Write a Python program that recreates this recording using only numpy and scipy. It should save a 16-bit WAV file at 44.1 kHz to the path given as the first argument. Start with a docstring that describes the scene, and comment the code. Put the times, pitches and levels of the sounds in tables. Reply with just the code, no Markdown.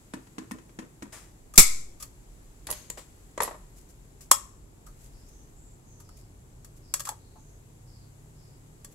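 """Opening a can on a garage floor

A ring-pull can, close to the stereo microphones of a hand-held camera. After a few handling knocks
the seal pops under a screwdriver, and the can bumps and scrapes on the concrete. Then the tab snaps
the lid in and the metal tears back. The garage rings briefly; from outside come a low rumble,
a far engine and faint high chirps."""
import sys
import numpy as np
from scipy import signal
from scipy.fft import rfft, irfft, next_fast_len
from scipy.io import wavfile

SR = 44100
rng = np.random.default_rng(int(sys.argv[2]) if len(sys.argv) > 2 else 0)


def file_out(sig):
    """Save sig as 16-bit WAV at sys.argv[1]."""
    # one column per channel
    cols = np.atleast_2d(sig).T
    # limit, then scale
    lim = np.clip(cols, -1, 1)
    pcm = np.round(lim * 32767).astype(np.int16)
    wavfile.write(sys.argv[1], SR, pcm)


N = 394596
T = np.arange(SR // 2) / SR  # time within one event, s

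# Colour of the outdoor rumble and hiss, with two high microphone port resonances: freq_hz, relative_db
BACKGROUND_SPECTRUM = [(12, -24), (25, -2), (46, 3), (74, -10), (116, -6.5), (213, -14.5), (400, -16),
                       (520, -23), (930, -26), (1400, -33), (3200, -40.5), (5500, -40.5), (7600, -31.5),
                       (9300, -42.5), (11200, -36.5), (13000, -46), (15500, -48.5)]
# How alike the background is at the two microphones: freq_hz, correlation
BACKGROUND_LIKENESS = [(60, 0.93), (180, 0.93), (550, 0.27), (1650, -0.42), (4970, -0.02), (15000, -0.0)]
# Side the background leans to: freq_hz, left_over_right_db
BACKGROUND_BALANCE = [(60, 0), (150, 0), (380, -0.5), (950, 2.5), (2380, 1.5), (5980, 10), (15000, -11.5)]
# Course of the fine hiss: time_s, level_db
HISS_LEVELS = [(0, -61.5), (1.2, -64), (3.1, -61), (4.7, -65), (5.05, -61.5), (5.8, -64.5), (8.95, -63)]
# The deepest rumble steps up near 1.3 s, then stays nearly steady: time_s, gain_db
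DEEP_GAINS = [(0, -8), (1.15, -7), (1.45, 4), (3.2, 0), (5.6, 1), (6.4, -1), (8.95, -2)]
# Third order of the far engine: time_s, pitch_hz, level_db
ENGINE_COURSE = [(0, 98.5, -69), (5.4, 95.88, -64.5), (5.9, 97.6, -55.5), (7.5, 96.9, -57.5),
                 (8.1, 101.9, -53.5), (8.95, 109.7, -56.5)]
# Distant high calls: start_s, middle_pitch_hz, glide_hz, level_db
FAR_CALLS = [(5.12, 5230, 650, -70.5), (5.26, 6300, -0.5, -67), (5.551, 7420, -50, -64),
             (5.84, 6310, -1000, -65.5), (6.04, 4970, -220, -71), (6.82, 4880, -700, -67),
             (7.18, 4220, -200, -74), (7.36, 6500, 0, -69), (7.86, 4754, -730, -68),
             (8.35, 5003, -200, -71)]

# Decay of the garage: freq_hz, t60_s
GARAGE_DECAY = [(100, .3), (550, .48), (1100, .5), (2500, .48), (7500, .47), (12000, .41), (16000, 0.23)]
# What the walls reflect: freq_hz, relative_db
WALL_SPECTRUM = [(100, -11.5), (500, -7), (1100, -1), (1700, -0.5), (3000, -1), (7500, -0.5), (11000, -4),
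                 (16000, -5.5)]
# How alike close sounds are at the two microphones: freq_hz, correlation
CLOSE_LIKENESS = [(100, 0.92), (600, 1), (1100, 0.13), (2500, 0.38), (6000, 0.082), (16000, .05)]
# Side close sounds lean to at the microphone ports: freq_hz, left_over_right_db
PORT_BALANCE = [(100, 0), (1200, 1.5), (2500, 2.5), (4500, 4.5), (6300, 9), (8000, 12), (11000, -9),
                (16000, -1.5)]

# Knocks on the camera: start_s, level_db, tick_relative_db
CAMERA_KNOCKS = [(.136, -32.5, -5.5), (0.269, -52, -22), (.382, -32, -10.5), (0.5109, -33.5, 1),
                 (.585, -46, -18), (0.693, -52, -17), (.788, -33, -13), (1.0225, -36.5, -1.5)]
# Colour of a touch on the camera: freq_hz, relative_db
CAMERA_SPECTRUM = [(40, -17), (120, -24), (200, 0), (300, 2), (450, 0), (700, -14), (1200, -7.5),
                   (2000, -13), (3000, -18.5), (4500, -23.5), (7500, -21.5), (11000, -33.5), (16000, -52)]
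# Modes of the camera body: pitch_hz, relative_db, t60_s
CAMERA_MODES = [(202, 1, 0.154), (252, -1, 0.2), (315.4, 2.5, 0.14), (937.3, -14.5, 0.071), (975, -2, .05),
                (1810, -5.5, 0.044), (2325, -19, 0.05), (2600, -16, 0.042)]
# Colour of a soft brush of cloth: freq_hz, relative_db
CLOTH_SPECTRUM = [(200, -7.5), (700, -0.5), (2000, -1.5), (4000, -8.5), (7500, -1), (11000, -8),
                  (16000, -19.5)]

# The can's base bumps the concrete: start_s, level_db, fade_s
FLOOR_BUMPS = [(2.687, -36, 0.018), (2.973, -39, .014), (3.377, -26.5, .0057), (3.404, -17, 0.0047),
               (3.4062, -25, 0.0083), (3.419, -30.5, .022)]
# Colour of a blow on the base: freq_hz, relative_db
BUMP_SPECTRUM = [(80, -41), (200, -32), (330, -11.5), (520, -8.5), (750, -9.5), (1100, -3), (1500, -12),
                 (2300, -15), (4500, -26), (7500, -13), (10000, -24.5), (16000, -40)]
# Modes of the full can: pitch_hz, relative_db, t60_s
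FULL_CAN_MODES = [(300, -30, 0.089), (484.5, 4, 0.086), (592, -1.5, 0.24), (966, 9.5, 0.049),
                  (1224, -9.5, 0.034), (1915, -4, 0.16), (2900, -31, 0.14), (4160, -12, 0.11)]
# Grit scrapes under the base: start_s, level_db, fade_s, squeak_hz
FLOOR_SCRAPES = [(2.669, -30, 0.0049, 10900), (2.702, -25.5, 0.0055, 10800), (2.7119, -19, 0.0033, 11300),
                 (2.725, -31, 0.0073, 11300), (2.735, -45, .078, 6500), (2.9002, -23.5, 0.0032, 7320),
                 (2.972, -42, .028, 7500), (3.418, -27, 0.0096, 11300), (3.4318, -21.5, 0.006, 11300),
                 (3.445, -38, 0.026, 7550)]
# Colour of the grit: freq_hz, relative_db
GRIT_SPECTRUM = [(200, -3), (1000, -9), (3000, -7), (6000, -7), (9000, -15.5), (12000, -15), (16000, -33)]

# The seal bursts: start_s, level_db, fade_s
SEAL_BURSTS = [(1.5771, 1.5, 0.016), (1.59, -8.5, .019)]
# Colour of the escaping gas: freq_hz, relative_db
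GAS_SPECTRUM = [(150, -17.5), (700, -18), (1050, -9.5), (1350, -3.5), (1620, -20), (2250, 1), (3000, -11.5),
                (3500, -3), (5000, -2.5), (7700, 6), (9300, -4.5), (11000, 2.5), (13000, -4), (16000, -11)]
# Colour of its turbulent thump: freq_hz, relative_db
THUMP_SPECTRUM = [(40, -14), (100, -7.5), (175, 1), (260, -4), (450, -8), (900, -13), (1250, -12),
                  (1620, -27), (3000, -32), (16000, -54)]
# Resonances of the can's wall and air space: pitch_hz, width_hz, level_db, fade_s
CAN_RESONANCES = [(1055, 50, -41, 0.056), (1297, 77, -28.5, 0.034), (2085, 35, -29.5, .05),
                  (2219, 50, -27.5, .05), (2315, 30, -29.5, 0.054), (2420, 27, -30.5, 0.032),
                  (3700, 460, -31.5, .035), (5000, 500, -29, .038), (5355, 23, -30.5, .045),
                  (6330, 25, -32, .045), (7200, 500, -22, .036), (8000, 700, -15, 0.03668),
                  (11130, 1200, -18.5, .033)]

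# Fingers rub over the lid: start_s, length_s
FINGER_RUBS = [(3.72, 0.14), (3.871, 0.065), (4.959, 0.16), (5.279, 0.027), (6.141, .1), (6.755, .035),
               (8.902, .04)]
# Slips and snaps of tab and lid: start_s, level_db, fade_s, panel_relative_db
LID_SNAPS = [(1.538, -40, .008, -1.5), (1.556, -34, 0.018, -18), (1.999, -42.5, 0.032, -11),
             (2.025, -32.5, 0.0087, -14.5), (4.207, -46.5, .026, -25.5), (4.3121, -19, .0017, -9),
             (4.3141, -1.5, 0.0032, -2.5), (4.3172, -11, 0.0014, -21), (4.864, -50.5, 0.019, 0),
             (6.0, -49, 0.014, -6), (6.09, -52, 0.0052, 3), (6.646, -44.5, 0.0079, -13.5),
             (6.9391, -16.5, 0.0048, -14), (6.995, -33, 0.0081, -10), (7.0035, -28.5, .005, -8),
             (7.0523, -32.5, .0096, -14), (7.071, -37.5, 0.012, 6), (7.0897, -24, .004, -0.5),
             (7.112, -57.5, 0.015, 17.5), (7.355, -69.5, 0.019, 20.5), (8.846, -37.5, 0.006, -30)]
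# Colour of slipping metal: freq_hz, relative_db
CRACK_SPECTRUM = [(100, -38), (400, -21), (650, -9.5), (850, -13.5), (1500, -10.5), (2400, -5.5),
                  (3300, -8.5), (3900, -7.5), (4700, -3.5), (7500, 5), (9500, -3.5), (11200, 2.5),
                  (13000, -4.5), (16000, -12)]
# Modes of the rim and tab: pitch_hz, relative_db, t60_s
RIM_MODES = [(2160, -14.5, .05), (3276, -12, .08), (5206, -7.5, 0.085), (6567, -1.5, 0.056),
             (6850, -3.5, 0.067), (7607, -3.5, .06), (7800, 0, .05), (8047, 4, 0.064), (7861, -6, .05),
             (9620, -9, 0.065), (10700, -1.5, 0.054), (11069, 0, 0.049), (12504, -9.5, .04)]
# Bending modes of the thin lid: pitch_hz, relative_db, t60_s
SHEET_MODES = [(574, -4.5, .15), (1150, 1, 0.1), (1420, -5.5, 0.03324), (1670, -1.5, .09), (1866, -5, 0.12),
               (2690, -6, 0.038), (2750, -10, 0.064), (3420, -3, 0.1), (4470, 0.5, 0.096)]


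def amp(db):
    """Decibels to gain."""
    return 10 ** (np.asarray(db) / 20)


def unit(x):
    """Scales to rms 1."""
    return x / np.sqrt(np.mean(x ** 2) + 1e-20)


def read(points, hz):
    """Reads a (freq_hz, value) table on a log-frequency axis."""
    f, value = np.transpose(points)
    return np.interp(np.log(hz + 1), np.log(f + 1), value)


def add(mix, start_s, sound):
    """Mixes a stereo sound in at start_s."""
    part = mix[:, round(start_s * SR):][:, :sound.shape[1]]
    part += sound[:, :part.shape[1]]


def noise(spectrum, size=len(T), tilt_db=0, likeness=CLOSE_LIKENESS):
    """Stereo noise of rms 1 with a given colour, tilt per octave and left-right likeness."""
    hz = np.fft.rfftfreq(size, 1 / SR)
    left, other = rfft(rng.standard_normal((2, size)))
    shared = np.clip(read(likeness, hz), -1, 1)
    right = shared * left + np.sqrt(1 - shared ** 2) * other
    colour = amp(read(spectrum, hz) + tilt_db * np.log2(hz + 1))
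    return unit(irfft(np.array([left, right]) * colour, size))


def band(hz, width_hz):
    """Noise in one resonance."""
    f = np.geomspace(hz / 4, hz * 4, num=301)
    return noise(np.c_[f, -20 * np.log10(1 + (2 * (f - hz) / width_hz) ** 2)])


def grainy(size=len(T), grain_s=0.00025, depth_db=4):
    """The uneven loudness of many small slips."""
    knots = np.arange(0, size / SR + grain_s, grain_s)
    flicker = rng.standard_normal(len(T))[:len(knots)]
    return amp(depth_db * np.interp(np.arange(size) / SR, knots, flicker))


def burst(x, fade_s, rise=.08):
    """A quick rise (a fraction of fade_s) and an exponential fall, with that envelope's energy."""
    envelope = np.exp(-T / fade_s) * (1 - np.exp(-T / (rise * fade_s)))
    return unit(x * envelope) * np.sqrt(np.mean(envelope ** 2))


def ring(modes, spread=.002):
    """Dying sines, slightly detuned, that reach the two microphones in different phases."""
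    hz, db, t60 = np.transpose(modes)[:, :, None]
    hz = hz * (1 + spread * rng.standard_normal(hz.shape))
    waves = amp(db - 60 * T / t60) * np.exp(2j * np.pi * hz * T) / np.linalg.norm(amp(db))
    left, apart = rng.uniform(-np.pi, np.pi, (2, len(hz)))
    phases = np.array([left, left + apart * (1 - read(CLOSE_LIKENESS, hz[:, 0]))])
    return np.sqrt(2) * (np.exp(1j * phases) @ waves).imag


def lean(x, balance):
    """Tips each frequency to the left or right."""
    size = 2 * next_fast_len(N)
    db = read(balance, np.fft.rfftfreq(size, 1 / SR))
    gains = amp(np.array([db, -db]) / 2)
    return irfft(rfft(x, size) * gains / np.sqrt(np.mean(gains ** 2, 0)))[:, :N]


def cut(x, order, hz, kind):
    """A low-pass or high-pass filter."""
    return signal.sosfilt(signal.butter(order, hz, kind, fs=SR, output="sos"), x)


def background(split_hz=1500, deep_hz=65, rumble_db=-52):
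    """Outdoor rumble, its deepest bass stepping up early on, and hiss coloured by the microphone ports."""
    t = np.arange(N) / SR
    bed = noise(BACKGROUND_SPECTRUM, next_fast_len(N), likeness=BACKGROUND_LIKENESS)[:, :N]
    low = unit(cut(bed, 3, split_hz, "low"))
    deep = signal.sosfiltfilt(signal.butter(3, deep_hz, fs=SR, output="sos"), low, padtype=None)
    rumble = low - deep + amp(np.interp(t, *np.transpose(DEEP_GAINS))) * deep
    hiss = amp(np.interp(t, *np.transpose(HISS_LEVELS))) * unit(cut(bed, 3, split_hz, "high"))
    return lean(amp(rumble_db) * rumble + hiss, BACKGROUND_BALANCE)


def far_engine(fourth_db=-1, waver=0.085):
    """A far engine hums on its third and fourth orders, wavering in pitch."""
    t = np.arange(N) / SR
    time_s, hz, db = np.transpose(ENGINE_COURSE)
    drift = np.interp(t, np.linspace(0, t[-1], num=90), rng.standard_normal(90))
    phase = 2 * np.pi * np.cumsum(np.interp(t, time_s, hz) * (1 + waver * drift)) / SR
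    return amp(np.interp(t, time_s, db)) * (np.sin(phase) + amp(fourth_db) * np.sin(phase * 4 / 3))


def far_chirps(length_s=.27, blur_hz=380):
    """High gliding calls, blurred and drawn out by distance."""
    out, size = np.zeros((2, N)), round(length_s * SR)
    progress = np.linspace(0, 1, size)
    for start_s, hz, glide_hz, db in FAR_CALLS:
        blur = cut(rng.standard_normal((2, SR)), 2, blur_hz, "low")[:, :size]
        glide = np.sin(2 * np.pi * np.cumsum(hz + (progress - .5) * glide_hz) / SR)
        add(out, start_s, amp(db) * unit(blur * glide * np.sqrt(progress) * (1 - progress)))
    return out


def garage(x, early_db, early_s, tail_db, gap_s, echoes_per_s=5000):
    """Quick reflections from floor and car, then a tail that dies band by band."""
    age_s = np.arange(SR) / SR - gap_s
    signs = rng.choice([-1., 1.], (2, SR))
    echoes = signs * (rng.random((2, SR)) < echoes_per_s / SR) * (age_s > 0)
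    early = echoes * np.exp(-abs(age_s) / early_s)
    hz, t, bands = signal.stft(echoes, SR, nperseg=256)
    decay = amp(read(WALL_SPECTRUM, hz)[:, None] - 60 * t / read(GARAGE_DECAY, hz)[:, None])
    tail = signal.istft(bands * decay, SR)[1][:, :SR]
    response = (amp(early_db) * unit(early) + amp(tail_db) * unit(tail)) / np.sqrt(SR)
    return signal.fftconvolve(x, response, axes=1)[:, :N]


def camera_tap(fade_s, tilt_db, ring_db):
    """One touch on the camera body and its short ring."""
    touch = noise(CAMERA_SPECTRUM, tilt_db=tilt_db, likeness=[(100, 0.62), (12000, 0.3)])
    touch *= grainy(grain_s=0.0024, depth_db=3)
    return burst(touch, fade_s) + amp(ring_db) * ring(CAMERA_MODES, spread=0.028)


def handling(left_lag_s=.00032, cloth_s=1.122, cloth_db=-42):
    """Each knock on the camera clicks a loose part, then the grip settles; last, cloth brushes by."""
    out = np.zeros((2, N))
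    for start_s, db, tick_db in CAMERA_KNOCKS:
        knock = camera_tap(fade_s=0.0071, tilt_db=1.5, ring_db=-3)
        tick = camera_tap(fade_s=0.002, tilt_db=11.5, ring_db=0)
        settle = camera_tap(fade_s=0.032, tilt_db=-1.5, ring_db=-1)
        add(out, start_s, amp(db) * knock)
        add(out, start_s + .0062, amp(db + tick_db) * tick)
        add(out, start_s + .032, amp(db - 13) * settle)
    out[0] = np.roll(out[0], round(left_lag_s * SR))
    add(out, cloth_s, amp(cloth_db) * burst(noise(CLOTH_SPECTRUM), fade_s=.065, rise=0.055))
    return out


def bump(fade_s, tilt_db, ring_db=-7):
    """One blow on the base of the full can; bright glancing blows ring the body less."""
    body = amp(ring_db - 1.28 * max(tilt_db, 0)) * ring(FULL_CAN_MODES, spread=0.012)
    return burst(noise(BUMP_SPECTRUM, tilt_db=tilt_db), fade_s) + body


def can_bumps(rock_start_s=3.477, rock_every_s=0.033, rock_db=-31.5, loss_db=5):
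    """The full can bumps dully on the concrete, then rocks to rest, each time more softly."""
    out = np.zeros((2, N))
    for start_s, db, fade_s in FLOOR_BUMPS:
        add(out, start_s, amp(db) * bump(fade_s, tilt_db=-2))
    for k in range(3):
        rock = amp(rock_db - k * loss_db) * bump(fade_s=0.011, tilt_db=-5)
        add(out, rock_start_s + k * rock_every_s, rock)
    return out


def can_scrapes(grip_db=-28.5):
    """The rim glances over grit, squeaking more the harder it is pressed beyond the grip level."""
    out = np.zeros((2, N))
    for start_s, db, fade_s, squeak_hz in FLOOR_SCRAPES:
        grit = noise(GRIT_SPECTRUM) * grainy(grain_s=0.00055, depth_db=4)
        squeak = amp(-3 + 2.5 * max(db - grip_db, 0)) * band(squeak_hz, width_hz=570)
        glance = amp(-5) * bump(fade_s, tilt_db=10, ring_db=-1.5)
        add(out, start_s, amp(db) * (burst(grit + squeak, fade_s, rise=0.17) + glance))
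    return out


def fingers(level_db=-62.5):
    """Skin and nails slide unevenly over the metal."""
    out = np.zeros((2, N))
    for start_s, length_s in FINGER_RUBS:
        size = round(length_s * SR)
        rub = noise(CRACK_SPECTRUM)[:, :size] * grainy(size, grain_s=0.003, depth_db=3.5)
        add(out, start_s, amp(level_db) * unit(rub * signal.windows.hann(size)))
    return out


def gas_puff(push_db=-3, swell_s=.012, flow_s=.04, leak_s=.06):
    """The released gas pushes on both microphones; their vents leak it away with a slow undershoot."""
    age_s = np.maximum(np.arange(N) / SR - SEAL_BURSTS[0][0], 0)
    push = (1 - np.exp(-(age_s / swell_s) ** 2)) * np.exp(-age_s / flow_s)
    return amp(push_db) * signal.lfilter([1, -1], [1, -np.exp(-1 / (leak_s * SR))], push)


def seal_pop(thump_db=-12, thump_s=0.012):
    """Gas spits through the broken seal with a turbulent thump, and the whole can rings."""
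    out, pop_s = np.zeros((2, N)), SEAL_BURSTS[0][0]
    for start_s, db, fade_s in SEAL_BURSTS:
        spit = noise(GAS_SPECTRUM) * grainy(depth_db=3.5)
        add(out, start_s, amp(db) * burst(spit, fade_s, rise=0.022))
    gust = noise(THUMP_SPECTRUM, likeness=[(40, 0.44), (150, 0.76), (600, .4)])
    add(out, pop_s, amp(thump_db) * burst(gust, thump_s, rise=0.17))
    for hz, width_hz, db, fade_s in CAN_RESONANCES:
        add(out, pop_s, amp(db) * burst(band(hz, width_hz), fade_s))
    return out


def lid_tear(start_s=6.95, end_s=7.125, level_db=-53, slips_per_s=250, slip_fade_s=0.0011):
    """Small slips run along the score line while the lid peels back."""
    out, size = np.zeros((2, N)), round((end_s - start_s) * SR)
    slips = rng.uniform(0.37, 1, size) * (rng.random(size) < slips_per_s / SR)
    grain = signal.lfilter([1], [1, -np.exp(-1 / (slip_fade_s * SR))], slips)
    crackle = unit(noise(CRACK_SPECTRUM, size) * grain)
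    add(out, start_s, amp(level_db) * crackle * signal.windows.tukey(size, .2))
    return out


def panel_pitch(time_s, excess_db, shut_hz=1232.7, free_hz=871, free_s=7.08):
    """The panel sounds lower when buckled hard, and lower still once the flap has torn free."""
    sag_hz = np.clip(12 * excess_db, 0, 160)
    return free_hz if time_s > free_s else shut_hz - sag_hz


def lid_snaps(hard_db=-22):
    """Each slip of the metal is a crack, a hollow flex of the panel, and a ring of rim and lid."""
    out = np.zeros((2, N))
    for start_s, db, fade_s, panel_db in LID_SNAPS:
        crack = burst(noise(CRACK_SPECTRUM) * grainy(depth_db=1), fade_s)
        panel_hz = panel_pitch(start_s, db - hard_db)
        flex = band(panel_hz, width_hz=500) + np.sin(2 * np.pi * panel_hz * T)
        panel = amp(panel_db) * burst(flex, fade_s + 0.00035, rise=.2)
        rim = amp(-6.5 if db > hard_db else -7.5) * ring(RIM_MODES)
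        sheet_db = min(-30 - 0.53 * db, -15)  # the pressing finger damps the lid in hard snaps
        sheet = amp(sheet_db) * ring(SHEET_MODES)
        add(out, start_s, amp(db) * (crack + panel + rim + sheet))
    return out


def scene():
    """The lid faces the microphones and sounds dry; can body and knocks carry more of the garage."""
    lid = lid_snaps() + lid_tear() + fingers()
    lid = cut(lid, order=4, hz=520, kind="high")  # the lid's sounds carry no deep bass
    body = seal_pop() + can_bumps() + can_scrapes() + handling()
    lid_room = garage(lid, early_db=-14, early_s=.018, tail_db=-25, gap_s=.009)
    body_room = garage(body, early_db=-13, early_s=.016, tail_db=-17, gap_s=.004)
    indoors = lean(lid + body + lid_room + body_room, PORT_BALANCE) + gas_puff()
    return indoors + far_chirps() + background() + far_engine()


def record(dry, edge_hz=15800):
    """The loudest peaks overload the recorder, and its band limit takes off the highest treble."""
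    clipped = np.clip(dry, -1, 1)
    band_limit = signal.firwin(511, edge_hz, window=("kaiser", 9), fs=SR)
    return signal.oaconvolve(clipped, band_limit[None], "same", axes=1)


dry = scene()
out = record(dry)
file_out(out)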